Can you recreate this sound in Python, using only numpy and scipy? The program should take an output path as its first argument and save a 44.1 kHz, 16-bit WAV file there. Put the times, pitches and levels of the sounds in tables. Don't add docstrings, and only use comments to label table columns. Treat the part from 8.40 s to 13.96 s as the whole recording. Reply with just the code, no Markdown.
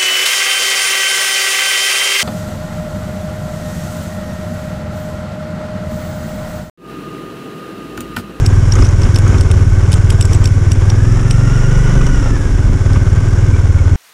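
import sys
import numpy as np
from scipy import signal
from scipy.fft import rfft, irfft, next_fast_len
from scipy.io import wavfile
from scipy.ndimage import uniform_filter1d, minimum_filter1d

SR = 44100
rng = np.random.default_rng(int(sys.argv[2]) if len(sys.argv) > 2 else 0)


def put_to_file(sound):
    columns = np.atleast_2d(sound).T
    safe = np.clip(columns, -1, 1)
    whole_steps = np.round(safe * 32767)
    wavfile.write(sys.argv[1], SR, whole_steps.astype(np.int16))


N = 245195
TIME_S = np.arange(N) / SR

# time in seconds, firing rate in Hz.
FIRING_RATE = [(0.0, 19.69), (0.4, 19.74), (0.57, 18.81), (0.74, 20.02), (1.09, 18.24), (1.75, 19.41),
               (1.98, 18.94), (2.3, 18.96), (2.5, 19.88), (2.66, 21.37), (3.12, 23.62), (3.64, 25.0),
               (3.77, 23.9), (4.01, 20.84), (4.29, 18.63), (5.07, 19.71), (5.4, 17.42), (5.56, 18.35)]
# time in seconds, level in dB.
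EXHAUST_LEVEL = [(0, -5), (2.2, -4.5), (3.4, -9.5), (4.5, -10), (5.3, -4.4)]
# frequency in Hz, relative level in dB.
PIPE_RESPONSE = [(140, 6), (170, 1.5), (205, -7.5), (250, 0.5), (280, 0.5), (315, -22), (370, -7),
                 (420, -12.5), (560, -18)]
# frequency in Hz, relative level in dB, T60 in seconds.
CASE_MODES = [(187, -2.5, 0.038), (248, 0, 0.11), (275, -5.5, 0.074), (352.7, -8.5, 0.23),
              (374, -1.5, 0.11), (542.4, -7, 0.077), (1190, -27, 0.011), (1506, -9, 0.034),
              (2183, -13, 0.02)]
# centre in seconds, half length in seconds, crunch in dB, jolt in dB.
ROUGH_PATCHES = [(0.405, 0.053, -22.5, -8), (0.656, 0.054, -25.5, -10), (0.928, 0.11, -26.5, -12.5),
                 (1.19, 0.051, -29, -19.5), (1.566, 0.021, -25, -19.5), (1.928, 0.041, -23, -15),
                 (3.576, 0.13, -42, -15), (4.286, 0.067, -46, -16), (4.57, .07, -37, -14),
                 (5.11, 0.052, -44, -16.5)]
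# time in seconds, level in dB, stone's ring in Hz, ring re fitting in dB.
STONE_HITS = [(0.062, -5.5, 5320, -2), (0.3212, -6.5, 5660, 15), (0.389, -21, 5600, 2),
              (0.4232, -15, 5160, 25), (.618, -16.5, 5970, 8), (.7598, -8.5, 5400, 1),
              (0.786, -10, 10640, -9), (1.0097, -9, 5440, -6), (1.1136, -11.5, 8300, -10),
              (1.5187, -12.5, 9700, -3), (1.529, -9, 5300, -2), (1.5387, -10.5, 8600, -3),
              (1.703, -7, 5300, -8), (1.7244, -21.5, 10700, 9), (1.8105, -5, 8070, 0),
              (1.8242, -11, 5480, 3), (1.8525, -9.5, 7700, 5), (1.9318, -12, 5700, -2),
              (1.9476, -13.5, 7900, 13), (2.0414, -13.5, 7700, 0), (2.056, -7, 5600, 3),
              (2.074, -17, 5770, -11), (2.3173, -9.5, 5700, 0), (2.3313, -23, 8140, 6),
              (2.5, -12.5, 5670, 8), (2.909, -9, 5700, -3), (3.666, -16, 6100, -2.5),
              (4.531, -19.5, 5300, 1)]
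# frequency in Hz, relative gain in dB, T60 in seconds.
FITTING_MODES = [(3090, 6, 0.015), (3786, 11.5, 0.0037), (5530, 3.5, 0.029), (6200, -6, 0.0036),
                 (8050, -2.5, 0.063), (9640, -19, 0.086), (15100, 13, 0.0064)]
# start in seconds, level in dB.
BUMPS = [(.355, -17), (0.386, -17), (.423, -13.5), (0.621, -22), (.655, -15), (.866, -20), (0.943, -13.5),
         (3.609, -17), (4.559, -13)]
# centre in seconds, peak in dB, pitch in Hz.
RUB_SQUEAKS = [(5.145, -30, 2320), (5.39, -32, 2200)]
# frequency in Hz, relative level in dB.
TYRE_SPECTRUM = [(120, 13), (250, 6.5), (420, 9.5), (560, 4.5), (750, 2), (1150, 3.5), (1600, -2),
                 (1900, -3), (2400, -9.5), (3400, -11), (4300, -19.5), (7000, -10.5), (12000, -91)]
HISS_SPECTRUM = [(1500, -8), (2300, -3), (3400, -6), (4400, -15), (4900, -7), (5500, 2), (6400, -4),
                 (7400, -4), (8800, -10), (10300, -11), (11300, -26.5), (13500, -25), (15500, -33)]
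KNOCK_SPECTRUM = [(200, 16.5), (400, 18.5), (700, -3), (1200, 15), (1700, -2), (2500, 0), (3500, -9.5),
                  (5000, -40), (9000, -45)]
WIND_SPECTRUM = [(12, -12), (25, -4), (45, 0), (75, -5), (130, -11), (200, -18), (400, -36), (4000, -100)]


def thump(cycle):
    intake_db = rev_level_db(-3.5, db_per_hz=-0.28) - 10 * throttle_shut()
    honk_db = intake_db + rev_level_db(-25, db_per_hz=3)
    boom_db = rev_level_db(-13.5, db_per_hz=0.5)
    intake = from_db(intake_db) * gas_surge(cycle, angle=0.047, width=0.107, swings=5.635)
    exhaust = from_db(curve(EXHAUST_LEVEL)) * gas_surge(cycle, angle=0.246, width=0.189, swings=4.6)
    boom = from_db(boom_db) * gas_surge(cycle, 0.25, width=0.34, swings=1.85, uneven_db=0.8, jitter=0.011)
    honk = from_db(honk_db) * gas_surge(cycle, angle=-0.145, width=0.1, swings=5.6, uneven_db=0.8)
    puff = from_db(rev_level_db(-20, db_per_hz=2)) * np.cos(2 * np.pi * (cycle - 0.36))
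    return intake + exhaust + boom + honk + puff


def gas_surge(cycle, angle, width, swings, uneven_db=1.0, jitter=0.006):
    strength, early = rng.standard_normal((int(cycle[-1]) + 8, 2)).T
    out = 0
    for neighbour in (-1, 0, 1):
        firing = np.round(cycle - angle).astype(int) + neighbour
        offset = cycle - angle - firing + jitter * early[firing]
        envelope = from_db(uneven_db * strength[firing]) * np.exp(-0.5 * (offset / width) ** 2)
        out += envelope * np.sin(2 * np.pi * swings * offset)
    return out


def pipe_overtones(cycle, waver_db=6.0):
    rate_hz, out = curve(FIRING_RATE), 0
    hz, db = np.transpose(PIPE_RESPONSE)
    for order in range(7, 25):
        gain = from_db(np.interp(order * rate_hz, hz, db) + waver_db * drift(4.3))
        out += gain * np.sin(2 * np.pi * (order * cycle + rng.random()) + 0.5 * drift(2.46))
    return from_db(rev_level_db(-27.5, db_per_hz=1.0)) * unit_rms(out)


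def case_clatter(cycle, jolt, per_cycle=9):
    angles = (np.arange(per_cycle) + rng.random(per_cycle)) / per_cycle
    hits = (np.arange(-1, int(cycle[-1]) + 1)[:, None] + angles).ravel()
    at = np.searchsorted(cycle, hits[(hits > cycle[0]) & (hits < cycle[-1])])
    out = 0
    for hz, level_db, t60_s in CASE_MODES:
        signs = np.resize(rng.choice([-1, 1], per_cycle), len(at))
        clicks = np.zeros(N)
        clicks[at] = signs + 0.7 * rng.standard_normal(len(at))
        out += from_db(level_db) * unit_rms(ring(clicks, hz, t60_s))
    steady = from_db(rev_level_db(-26.5, db_per_hz=-0.51, db_per_s=-0.14))
    return np.hypot(steady, from_db(-14) * jolt) * unit_rms(out)


def panel_drone(cycle, jolt, hz=274.4, t60_s=0.14):
    firings = np.diff(np.floor(cycle), prepend=np.floor(cycle[0]))
    firings *= 1 + 0.4 * rng.standard_normal(N)
    level_db = rev_level_db(-37.5, db_per_hz=1.17) + 7.5 * throttle_shut(linger_s=0.51)
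    driven = from_db(level_db) * unit_rms(ring(firings, hz, t60_s))
    jolted = from_db(-17.5) * jolt * unit_rms(ring(rng.standard_normal(N), hz, t60_s))
    return driven + jolted


def gear_whine(cycle):
    phase, flutter = tooth_mesh(cycle, order=60, twist_rad=1.2, rough_rad=2.2)
    tone = np.sin(phase) + from_db(-11.5) * np.sin(2 * phase) + from_db(-10.5) * np.sin(4 * phase)
    gearbox = flutter * tone * housing_gain(60, base_db=-46, boost_db=17, centre_hz=1450, width_hz=190)
    phase, flutter = tooth_mesh(cycle, order=80, twist_rad=1.8, rough_rad=3.6)
    chain_gain = housing_gain(80, base_db=-37.5, boost_db=4, centre_hz=1670, width_hz=90)
    return gearbox + chain_gain * flutter * np.sin(phase)


def tooth_mesh(cycle, order, twist_rad, rough_rad):
    phase = 2 * np.pi * order * cycle + twist_rad * np.sin(2 * np.pi * cycle) + rough_rad * drift(11.2)
    return phase, unit_rms(1 + 0.5 * drift(110))


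def housing_gain(order, base_db, boost_db, centre_hz, width_hz):
    detune = (order * curve(FIRING_RATE) - centre_hz) / width_hz
    return from_db(base_db + boost_db * np.exp(-detune ** 2))


def hiss(cycle, patch_gain, spray_db=-12):
    sizzle = 0.99 * grains(per_s=900, spread_db=1.0) + rng.standard_normal(N)
    pulse_db = np.sin(4 * np.pi * cycle)
    steady = from_db(rev_level_db(-38, db_per_hz=0.52, db_per_s=-0.35) + pulse_db)
    return np.hypot(steady, from_db(spray_db) * patch_gain) * coloured(sizzle, HISS_SPECTRUM)


def tyres(patch_gain, flicker_db=2.0):
    crunch = grains(per_s=1300, spread_db=3.0) + 0.79 * rng.standard_normal(N)
    rolling = from_db(rev_level_db(-27.5, db_per_hz=0.36, db_per_s=-0.18))
    flicker = from_db(flicker_db * drift(32))
    return np.hypot(rolling, patch_gain) * flicker * coloured(crunch, TYRE_SPECTRUM)


def rough_patches():
    crunch = jolt = 0
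    for centre_s, half_s, crunch_db, jolt_db in ROUGH_PATCHES:
        swell = np.exp(-np.minimum(((TIME_S - centre_s) / half_s) ** 2, 20))
        crunch += from_db(crunch_db) * swell
        jolt += from_db(jolt_db) * swell
    return crunch, jolt


def stone_ticks(lead_in_s=0.0045, lead_in_db=-17, attack_s=0.00018, contact_s=0.0034):
    out, t = np.zeros(N + SR), TIME_S[:SR // 25]
    crack_band = signal.butter(2, [2400, 9800], "band", fs=SR, output="sos")
    since_s = np.maximum(t - lead_in_s, 0)
    rise = from_db(lead_in_db) + 1 - np.exp(-since_s / attack_s)
    envelope = rise * np.exp(-(since_s / contact_s) ** 2)
    for hit_s, level_db, stone_hz, stone_db in STONE_HITS + loose_grit():
        burst = rng.standard_normal(len(t)) * envelope
        fitting = 0
        for hz, db, t60_s in FITTING_MODES:
            gain = from_db(db + 2 * rng.standard_normal())
            fitting += gain * ring(burst, hz * (1 + 0.028 * rng.standard_normal()), t60_s)
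        stone = from_db(stone_db) * unit_rms(ring(burst, stone_hz, t60_s=0.016))
        crack = from_db(0.5) * unit_rms(signal.sosfilt(crack_band, burst))
        tick = unit_rms(fitting) + stone + crack
        start = round((hit_s - lead_in_s) * SR)
        out[start:start + len(t)] += from_db(level_db) * tick / np.abs(tick).max()
    return signal.sosfilt(signal.butter(4, 10800, fs=SR, output="sos"), out[:N])


def loose_grit(count=11, from_s=0.27, to_s=1.05, level_db=-17.5, low_hz=5050, high_hz=6980, ring_db=8.5):
    return [(from_s + when * (to_s - from_s), level_db, low_hz + pitch * (high_hz - low_hz), ring_db)
            for when, pitch in rng.random((count, 2))]


def front_knocks(decay_s=0.0093):
    envelope = np.zeros(N)
    for start_s, level_db in BUMPS:
        start = round(start_s * SR)
        envelope[start:] += from_db(level_db) * np.exp(-TIME_S[:N - start] / decay_s)
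    return np.std(envelope) * coloured(envelope * rng.standard_normal(N), KNOCK_SPECTRUM)


def squeaks(half_s=0.011):
    out = 0
    for centre_s, peak_db, hz in RUB_SQUEAKS:
        t = TIME_S - centre_s
        phase = 2 * np.pi * hz * (t - 0.35 * t * t) + drift(60)
        out += from_db(peak_db) * np.exp(-(t / half_s) ** 2) * np.sin(phase)
    return out


def wind(jolt, level_db=-17.5, lurch_db=3.5):
    steady = from_db(level_db + lurch_db * throttle_shut())
    return np.hypot(steady, jolt) * coloured(rng.standard_normal(N), WIND_SPECTRUM)


def rev_level_db(idle_db, db_per_hz, db_per_s=0, idle_hz=19):
    return idle_db + db_per_hz * (curve(FIRING_RATE) - idle_hz) + db_per_s * TIME_S


def throttle_shut(linger_s=0, shut_s=3.67, reopen_s=4.17, twist_s=0.05):
    return (np.tanh((TIME_S - shut_s) / twist_s) - np.tanh((TIME_S - reopen_s - linger_s) / twist_s)) / 2


def from_db(db):
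    return 10 ** (np.asarray(db) / 20)


def unit_rms(x):
    return x / np.sqrt(np.mean(x ** 2) + 1e-20)


def curve(rows):
    return np.interp(TIME_S, *np.transpose(rows))


def drift(rate_hz, hop=40):
    pole = np.exp(-2 * np.pi * hop * rate_hz / SR)
    noise = rng.standard_normal(N // hop + 2002)
    slow = signal.lfilter([1], [1, -2 * pole, pole * pole], noise)[2000:]
    return np.interp(np.arange(N) / hop, np.arange(len(slow)), unit_rms(slow))


def coloured(x, spectrum):
    hz, db = np.transpose(spectrum)
    size = next_fast_len(N)
    bins_hz = np.maximum(np.fft.rfftfreq(size, 1 / SR), 1)
    gain = from_db(np.interp(np.log(bins_hz), np.log(hz), db))
    return unit_rms(irfft(rfft(x, size) * gain, size)[:N])


def ring(drive, hz, t60_s):
    radius, step_rad = from_db(-60 / (t60_s * SR)), 2 * np.pi * hz / SR
    feedback = [1, -2 * radius * np.cos(step_rad), radius * radius]
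    return signal.lfilter([0, np.sin(step_rad)], feedback, drive + 1e-18)


def grains(per_s, spread_db):
    sizes = from_db(spread_db * np.minimum(rng.exponential(1, N), 4)) * rng.choice([-1, 1], N)
    return unit_rms(sizes * (rng.random(N) < per_s / SR))


def scene():
    cycle = np.cumsum(curve(FIRING_RATE)) / SR - 0.51
    patch_gain, jolt = rough_patches()
    firing = thump(cycle) + pipe_overtones(cycle)
    machinery = case_clatter(cycle, jolt) + panel_drone(cycle, jolt) + gear_whine(cycle)
    sizzle = hiss(cycle, patch_gain)
    road = stone_ticks() + tyres(patch_gain) + front_knocks() + squeaks()
    return (firing + machinery + sizzle + road + wind(jolt))[None]


def record(dry, ceiling=0.95, stopband_hz=16200):
    needed = np.minimum(1, ceiling / (np.abs(dry) + 1e-9))
    gain = uniform_filter1d(minimum_filter1d(needed, size=65), size=65)
    return signal.sosfilt(signal.cheby2(14, 60, stopband_hz, fs=SR, output="sos"), dry * gain)


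dry = scene()
out = record(dry)
put_to_file(out)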